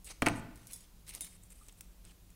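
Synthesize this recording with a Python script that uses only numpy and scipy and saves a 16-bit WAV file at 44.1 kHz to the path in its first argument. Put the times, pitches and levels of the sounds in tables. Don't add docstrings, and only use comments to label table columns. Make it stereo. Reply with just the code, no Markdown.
import sys
import numpy as np
from scipy import signal
from scipy.fft import rfft, irfft, next_fast_len
from scipy.io import wavfile
from scipy.ndimage import uniform_filter1d, map_coordinates

SR = 44100
rng = np.random.default_rng(int(sys.argv[2]) if len(sys.argv) > 2 else 0)


def transcribe(u):
    v = np.clip(np.atleast_2d(u).T, -1, 1)
    q = np.round(v * 32767).astype(np.int16)
    wavfile.write(sys.argv[1], SR, q)


def natural_amplitude(level_db):
    exponent = np.asarray(level_db, float) / 20
    return 10 ** exponent


N = 103635
LEAD_LAG_S = 0.00011


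def unit(x):
    return x / np.sqrt(np.mean(x ** 2) + 1e-20)


def along(points, hz):
    f, v = np.transpose(points)
    return np.interp(np.log(hz + 1), np.log(f + 1), v)


def wobble(rate):
    knots = rng.standard_normal(int(N * rate / SR) + 4)
    return map_coordinates(knots, [np.arange(N) * rate / SR])


def filtered(x, response):
    n = x.shape[-1]
    m = next_fast_len(n + 8192)
    return irfft(rfft(x, m) * response(np.fft.rfftfreq(m, 1 / SR)), m)[..., :n]


def noise(spectrum, alike, size=N):
    def mid_side(hz):
        turn = np.arccos(np.clip(along(alike, hz), -1, 1)) / 2
        return natural_amplitude(along(spectrum, hz)) * [np.cos(turn), np.sin(turn)]

    mid, side = filtered(rng.standard_normal((2, size)), mid_side)
    return unit(np.array([mid + side, mid - side]))


def ring(modes, t, scatter_db):
    draw = rng.standard_normal((len(modes), 2))
    total = 0
    for (hz, db, t60), (level, detune) in zip(modes, draw):
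        decay = natural_amplitude(db + scatter_db * level - 60 * t / t60)
        total = total + decay * np.sin(2 * np.pi * hz * (1 + 0.002 * detune) * t)
    return total / 2


def add(track, s, sound):
    part = track[:, round(s * SR):][:, :sound.shape[-1]]
    part += sound[..., :part.shape[1]]


def sides(pan_db):
    return natural_amplitude(np.array([[0.5], [-0.5]]) * np.clip(pan_db, -9, 9))


def lagged(x, lag_s):
    return filtered(x, lambda hz: np.exp(-1j * np.pi * hz * lag_s * np.array([[1], [-1]])))


# start_s [s], knock_db [dB], snap_db [dB], thud_db [dB]
CUTTER_CONTACTS = [
    (0.2202, -57, -22, -43),
    (0.2219, -10.5, -44, -16),
    (.2250, -27, -47, -24.5),
    (0.262, -15, -24, -31.5),
    (0.2655, -33, -32.5, -38),
    (0.267, -7, -26, -26),
    (0.2701, -14, -30, -17.5),
    (0.2758, -18, -45, -23),
    (0.2853, -11.5, -25.5, -29.5),
    (.2935, -40, -60, -30.5),
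]
# pitch_hz [Hz], level_db [dB], t60_s [s]
HANDLE_MODES = [(1385, -14, 0.0088), (1520, -7, 0.0077), (2270, 9, 0.0048), (2680, 9, 0.0042),
                (3430, 3, 0.0029), (4050, -5, 0.0069), (4780, -15.5, 0.0046)]
# pitch_hz [Hz], level_db [dB], t60_s [s]
BENCH_MODES = [(112.8, -20, .6), (175.5, -16.5, 0.24), (264.5, -6, 0.077), (294.5, -7, 0.079),
               (376, -14, .06), (566, -6, .034), (685, -6.5, 0.041), (857, -9.5, .025), (1073, -12.5, .03)]
# freq_hz [Hz], level_db [dB per Hz]
SNAP_COLOUR = [(1760, -47), (3000, 2), (4570, -14), (8380, 20), (15500, -11), (16500, -27)]
# freq_hz [Hz], level_db [dB per Hz]
THUMP_COLOUR = [(50, -22), (270, -10), (520, -13.5), (900, -12.5), (2200, -21.5), (3500, -27.5),
                (7000, -37.5), (14000, -42.5)]


def cutters():
    near, bench, t = np.zeros((2, N)), np.zeros((2, N)), np.arange(SR // 2) / SR
    snap_t60_s, thump_t60_s, thump_db = 0.007, 0.043, -4
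    pan_db, lag_s = 3.5, -0.00012
    for s, knock_db, snap_db, thud_db in CUTTER_CONTACTS:
        snap = noise(SNAP_COLOUR, [(5000, 0.22)], size=len(t))
        snap = snap * natural_amplitude(snap_db - 60 * t / snap_t60_s) * (1 - np.exp(-t / 0.0003))
        knock = natural_amplitude(knock_db) * ring(HANDLE_MODES, t, 1) * (1 - np.exp(-t / 0.00041))
        add(near, s, knock + snap)
        thump = noise(THUMP_COLOUR, [(200, 1.0), (600, 0.58), (2000, 0.063)], size=len(t))
        thump = thump * natural_amplitude(thump_db - 60 * t / thump_t60_s)
        add(bench, s, natural_amplitude(thud_db) * (thump - ring(BENCH_MODES, t, 1)) * (1 - np.exp(-t / 0.00077)))
    return lagged(near * sides(pan_db), lag_s), lagged(bench * sides(0.5), lag_s)


# start_s [s], peak_db [dB], crack_t60_s [s], ring_db [dB], left_right_db [dB]
LEAD_TICKS = [(.0452, -40, 0.034, -5, -1), (.558, -45.5, .049, -11.5, 7), (.576, -47, 0.017, -34, 2),
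              (0.6704, -36.5, 0.079, -15.5, 5), (0.711, -45.5, .04, -7, 7.5),
              (.7225, -38, 0.046, -10.5, 15.5), (.7331, -31, .035, -4.5, 7),
              (0.7598, -44.5, 0.016, -3, 7.5), (.7750, -45.5, 0.033, -7.5, 7), (0.806, -44.5, .02, -7, 4.5),
              (.8320, -53.5, .02, -7, 6), (1.0668, -46.5, 0.033, -10, 11), (1.078, -42, 0.049, -8, 10),
              (1.0855, -41, .04, -17.5, 0.5), (1.0928, -34, 0.077, -9, 6.5),
              (1.1380, -36, 0.055, -12, -2.5), (1.15, -29, .035, -11, 7), (1.159, -35, 0.044, -30, 8),
              (1.2084, -23, .022, -9, 5.5), (1.2200, -33, 0.038, -13, 2.5), (1.2464, -36, .048, -5.5, 13.5),
              (1.268, -39.5, 0.023, -13.5, 3)]
# pitch_hz [Hz], level_db [dB], t60_s [s]
FIRST_BUNDLE = [(3560, -12, 0.2), (4130, -12.5, 0.056), (5055, -3, 0.13), (5570, -3.5, 0.14),
                (6770, -4.5, 0.15), (8000, -8, 0.15), (8586, -6.5, 0.13), (9507, -20.5, .13),
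                (10300, 7.5, 0.053), (11700, -16, 0.15), (14000, -4.5, .14), (14950, -12, .2),
                (12900, -8, 0.12)]
# pitch_hz [Hz], level_db [dB], t60_s [s]
SECOND_BUNDLE = [(2116, -9, 0.083), (3710, -7, 0.28), (5160, -12, 0.2), (5604, -22, .2), (6400, -16, 0.23),
                 (6799, -21, 0.35), (6720, -21, 0.16), (7600, -13, 0.16), (8290, -10, 0.21),
                 (9630, 0.5, 0.14), (10430, -3, 0.065), (11800, -19, 0.15), (13630, -14, .1),
                 (15310, -12, .15)]
# freq_hz [Hz], level_db [dB per Hz]
CRACK_COLOUR = [(600, -56), (1500, -32), (3500, -8.5), (6000, -6), (9000, 1), (14500, -5.5), (16800, -6.5)]


def leads():
    out, t = np.zeros((2, N)), np.arange(SR // 4) / SR
    swap_s = 1.0
    jingle_db, jingle_t60_s = -14, 0.14
    for s, db, t60, ring_db, pan_db in LEAD_TICKS:
        shape = 0.4 * natural_amplitude(-60 * t / max(t60, 0.002)) + 1.5 * natural_amplitude(-60 * t / 0.0025)
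        crack = noise(CRACK_COLOUR, [(5000, 0.12)], size=len(t)) * shape
        bundle = FIRST_BUNDLE if s < swap_s else SECOND_BUNDLE
        jingle = [(hz, jingle_db, jingle_t60_s) for hz in rng.uniform(3000, 15500, size=24)]
        metal = ring(bundle + jingle, t, 2) * (1 - np.exp(-t / 0.0006))
        rough = 0.6 * rng.standard_normal((2, len(t))) * shape / np.linalg.norm(shape)
        push = rough + (t == 0)
        rung = signal.fftconvolve(push, metal[None], axes=1)[:, :len(t)]
        add(out, s, natural_amplitude(db - 4.5) * sides(pan_db) * (crack + natural_amplitude(ring_db) * rung))
    return lagged(out, LEAD_LAG_S)


def patchy(pair):
    z = signal.stft(pair, nperseg=128)[2]
    field = uniform_filter1d(rng.standard_normal(z.shape[1:]), size=2, axis=0)
    field = uniform_filter1d(field, size=14, axis=1)
    swell_db = 3 * unit(field)
    return signal.istft(z * natural_amplitude(swell_db), nperseg=128)[1][:, :N]


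# start_s [s], length_s [s], level_db [dB], body_db [dB], left_right_db [dB]
STROKES = [(0.043, 0.035, -50.5, -11.5, 2), (0.064, 0.061, -55, 3.5, 5.5), (0.095, 0.021, -55, -2, -3),
           (0.259, 0.0089, -38.5, 4.5, 5), (0.34, 0.06, -58, -25, 16), (0.544, 0.22, -67.5, 0, 3),
           (0.693, 0.0305, -64.5, 4.5, -8), (0.747, 0.11, -71.5, 3, 1.5), (1.061, 0.05, -56, 4.5, 1.5),
           (1.114, 0.068, -63.5, 10, -1), (1.196, 0.082, -63, 4.5, 4), (1.293, 0.074, -61.5, -4, 0),
           (1.406, 0.066, -63.5, -29, -1.5), (1.493, 0.037, -55, -11.5, -4), (1.537, 0.15, -63.5, -8.5, -1),
           (1.68, 0.018, -69, 10, 14), (1.768, 0.025, -61.5, -7.5, 2), (1.802, 0.017, -71, -15.5, -7),
           (2.032, 0.089, -66, 3, 1)]
# freq_hz [Hz], level_db [dB per Hz]
FIZZ_COLOUR = [(2650, -48), (4500, -26.5), (8410, 9), (11000, 1), (15400, -12), (16200, -15), (16500, -47)]
# freq_hz [Hz], level_db [dB per Hz]
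BODY_COLOUR = [(180, -28), (300, -13), (1500, -14.5), (1820, -11.5), (2180, -7), (2410, -7.5),
               (6500, -11.5), (8450, -55), (14300, -120)]


def scrapes():
    out, t = np.zeros((2, N)), np.arange(N) / SR
    grain = natural_amplitude(1.6 * wobble(400) + 1.2 * wobble(70))
    fizz = unit(grain * patchy(noise(FIZZ_COLOUR, [(5000, 0.13)])))
    body = unit(grain * patchy(noise(BODY_COLOUR, [(2000, 0.12)])))
    for s, length, db, body_db, pan_db in STROKES:
        rise = np.clip((t - s) / min(0.5 * length, 0.02), 0, 1)
        fall = natural_amplitude(-60 * np.clip(t - s - length, 0, None) / 0.011)
        out = out + natural_amplitude(db) * sides(pan_db) * rise * fall * (fizz + natural_amplitude(body_db) * body)
    return lagged(out, LEAD_LAG_S)


# start_s [s], peak_db [dB], t60_s [s], left_right_db [dB]
DRY_TAPS = [(1.436, -43, 0.023, -1.5), (1.504, -42.5, 0.042, -4), (1.6660, -49.5, 0.026, 3.5),
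            (1.6852, -35.5, 0.032, 0), (1.6930, -49, 0.043, 0), (1.725, -41.5, .03, 3),
            (1.7878, -47.5, .01, 2), (1.8087, -28.5, 0.031, -6.5), (2.051, -42, 0.025, 11),
            (2.074, -50.5, 0.027, 5), (2.110, -49, 0.022, 8), (2.3037, -44.5, 0.033, -1.5)]
# freq_hz [Hz], level_db [dB per Hz]
TAP_COLOUR = [(600, -19), (1000, -24.5), (2400, -12.5), (4500, -18.5), (8200, 0), (10500, -8.5),
              (14000, -19), (16800, -6.5)]


def taps():
    out, t = np.zeros((2, N)), np.arange(SR // 10) / SR
    for s, db, t60, pan_db in DRY_TAPS:
        shape = 0.4 * natural_amplitude(-60 * t / max(t60, 0.002)) + natural_amplitude(-60 * t / 0.004)
        puff = noise(TAP_COLOUR, [(5000, 0.18)], size=len(t))
        add(out, s, natural_amplitude(db - 5) * sides(pan_db) * shape * puff)
    return lagged(out, LEAD_LAG_S)


# start_s [s], pitch_hz [Hz], level_db [dB], t60_s [s]
BENCH_KNOCKS = [
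    (1.612, 1200, -53, .06),
    (1.165, 1200, -58, .06),
    (1.212, 280, -56, .08),
    (1.215, 680, -58, .08),
    (1.267, 2200, -53, .05),
    (.375, 60, -42, .1),
]


def knocks():
    out, t = np.zeros((2, N)), np.arange(SR // 4) / SR
    for s, hz, db, t60 in BENCH_KNOCKS:
        pair = ring([(hz, db, t60), (hz * 1.07, db - 4, t60)], t, 0)
        add(out, s, pair[None] * 2 * (1 - np.exp(-t / 0.004)))
    return out


# freq_hz [Hz], likeness [0 to 1]
DIFFUSE_ALIKE = [(50, 0.83), (200, 0.9), (500, 0.4), (1500, 0.067), (8000, 0.047)]
# freq_hz [Hz], t60_s [s]
ROOM_T60 = [(100, 0.98), (300, 0.62), (2000, 0.74), (5000, 0.55), (12000, 0.16)]
# freq_hz [Hz], level_db [dB]
ROOM_TONE = [(100, 1), (280, -4), (600, -5.5), (3000, -4), (10000, -0.5)]


def room(x, wet_db):
    hz, t, z = signal.stft(noise([(100, 0)], DIFFUSE_ALIKE, size=SR), SR, nperseg=256)
    decay_db = along(ROOM_TONE, hz)[:, None] - 60 * t / along(ROOM_T60, hz)[:, None]
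    tail = signal.istft(z * natural_amplitude(decay_db), SR, nperseg=256)[1]
    tail = tail * np.clip(np.arange(tail.shape[1]) / (0.025 * SR), 0, 1)
    tail = tail / np.linalg.norm(tail[0])
    return natural_amplitude(wet_db) * signal.fftconvolve(x.mean(0)[None], tail, axes=1)[:, :N]


# freq_hz [Hz], level_db [dB per Hz]
HISS_COLOUR = [(130, -27), (220, -2.5), (407, -7.5), (627, -10), (2100, -16.5), (2430, -15), (14300, -15.5),
               (15700, -17), (16000, -45)]
# freq_hz [Hz], level_db [dB per Hz]
RUMBLE_COLOUR = [(11, -62), (18, -1.5), (53, 1.5), (75, -15.5), (103, -6.5), (124, -22), (178, -7.5),
                 (222, -25.5), (260, -42), (340, -31), (570, -120)]


def background():
    hiss_db, rumble_db = -65, -57.5
    hiss = natural_amplitude(hiss_db + 0.16 * wobble(4.42)) * noise(HISS_COLOUR, DIFFUSE_ALIKE)
    rumble = unit(natural_amplitude(0.64 * wobble(4.82)) * noise(RUMBLE_COLOUR, DIFFUSE_ALIKE))
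    return hiss * sides(0.17) + natural_amplitude(rumble_db) * rumble * sides(1.3)


def scene():
    near, bench = cutters()
    small = leads() + taps() + scrapes()
    big_room = room(natural_amplitude(-9) * near + bench, wet_db=-8.5)
    small_room = room(small, wet_db=-11.5)
    return near + bench + big_room + small + small_room + knocks() + background()


def band_limit(x):
    return signal.sosfilt(signal.butter(12, 16900, fs=SR, output="sos"), x)


def record(dry):
    top_hz, above_db = 15850, -16
    mix = filtered(dry, lambda hz: np.where(hz < top_hz, 1, natural_amplitude(above_db)))
    return band_limit(mix)


dry = scene()
out = record(dry)
transcribe(out)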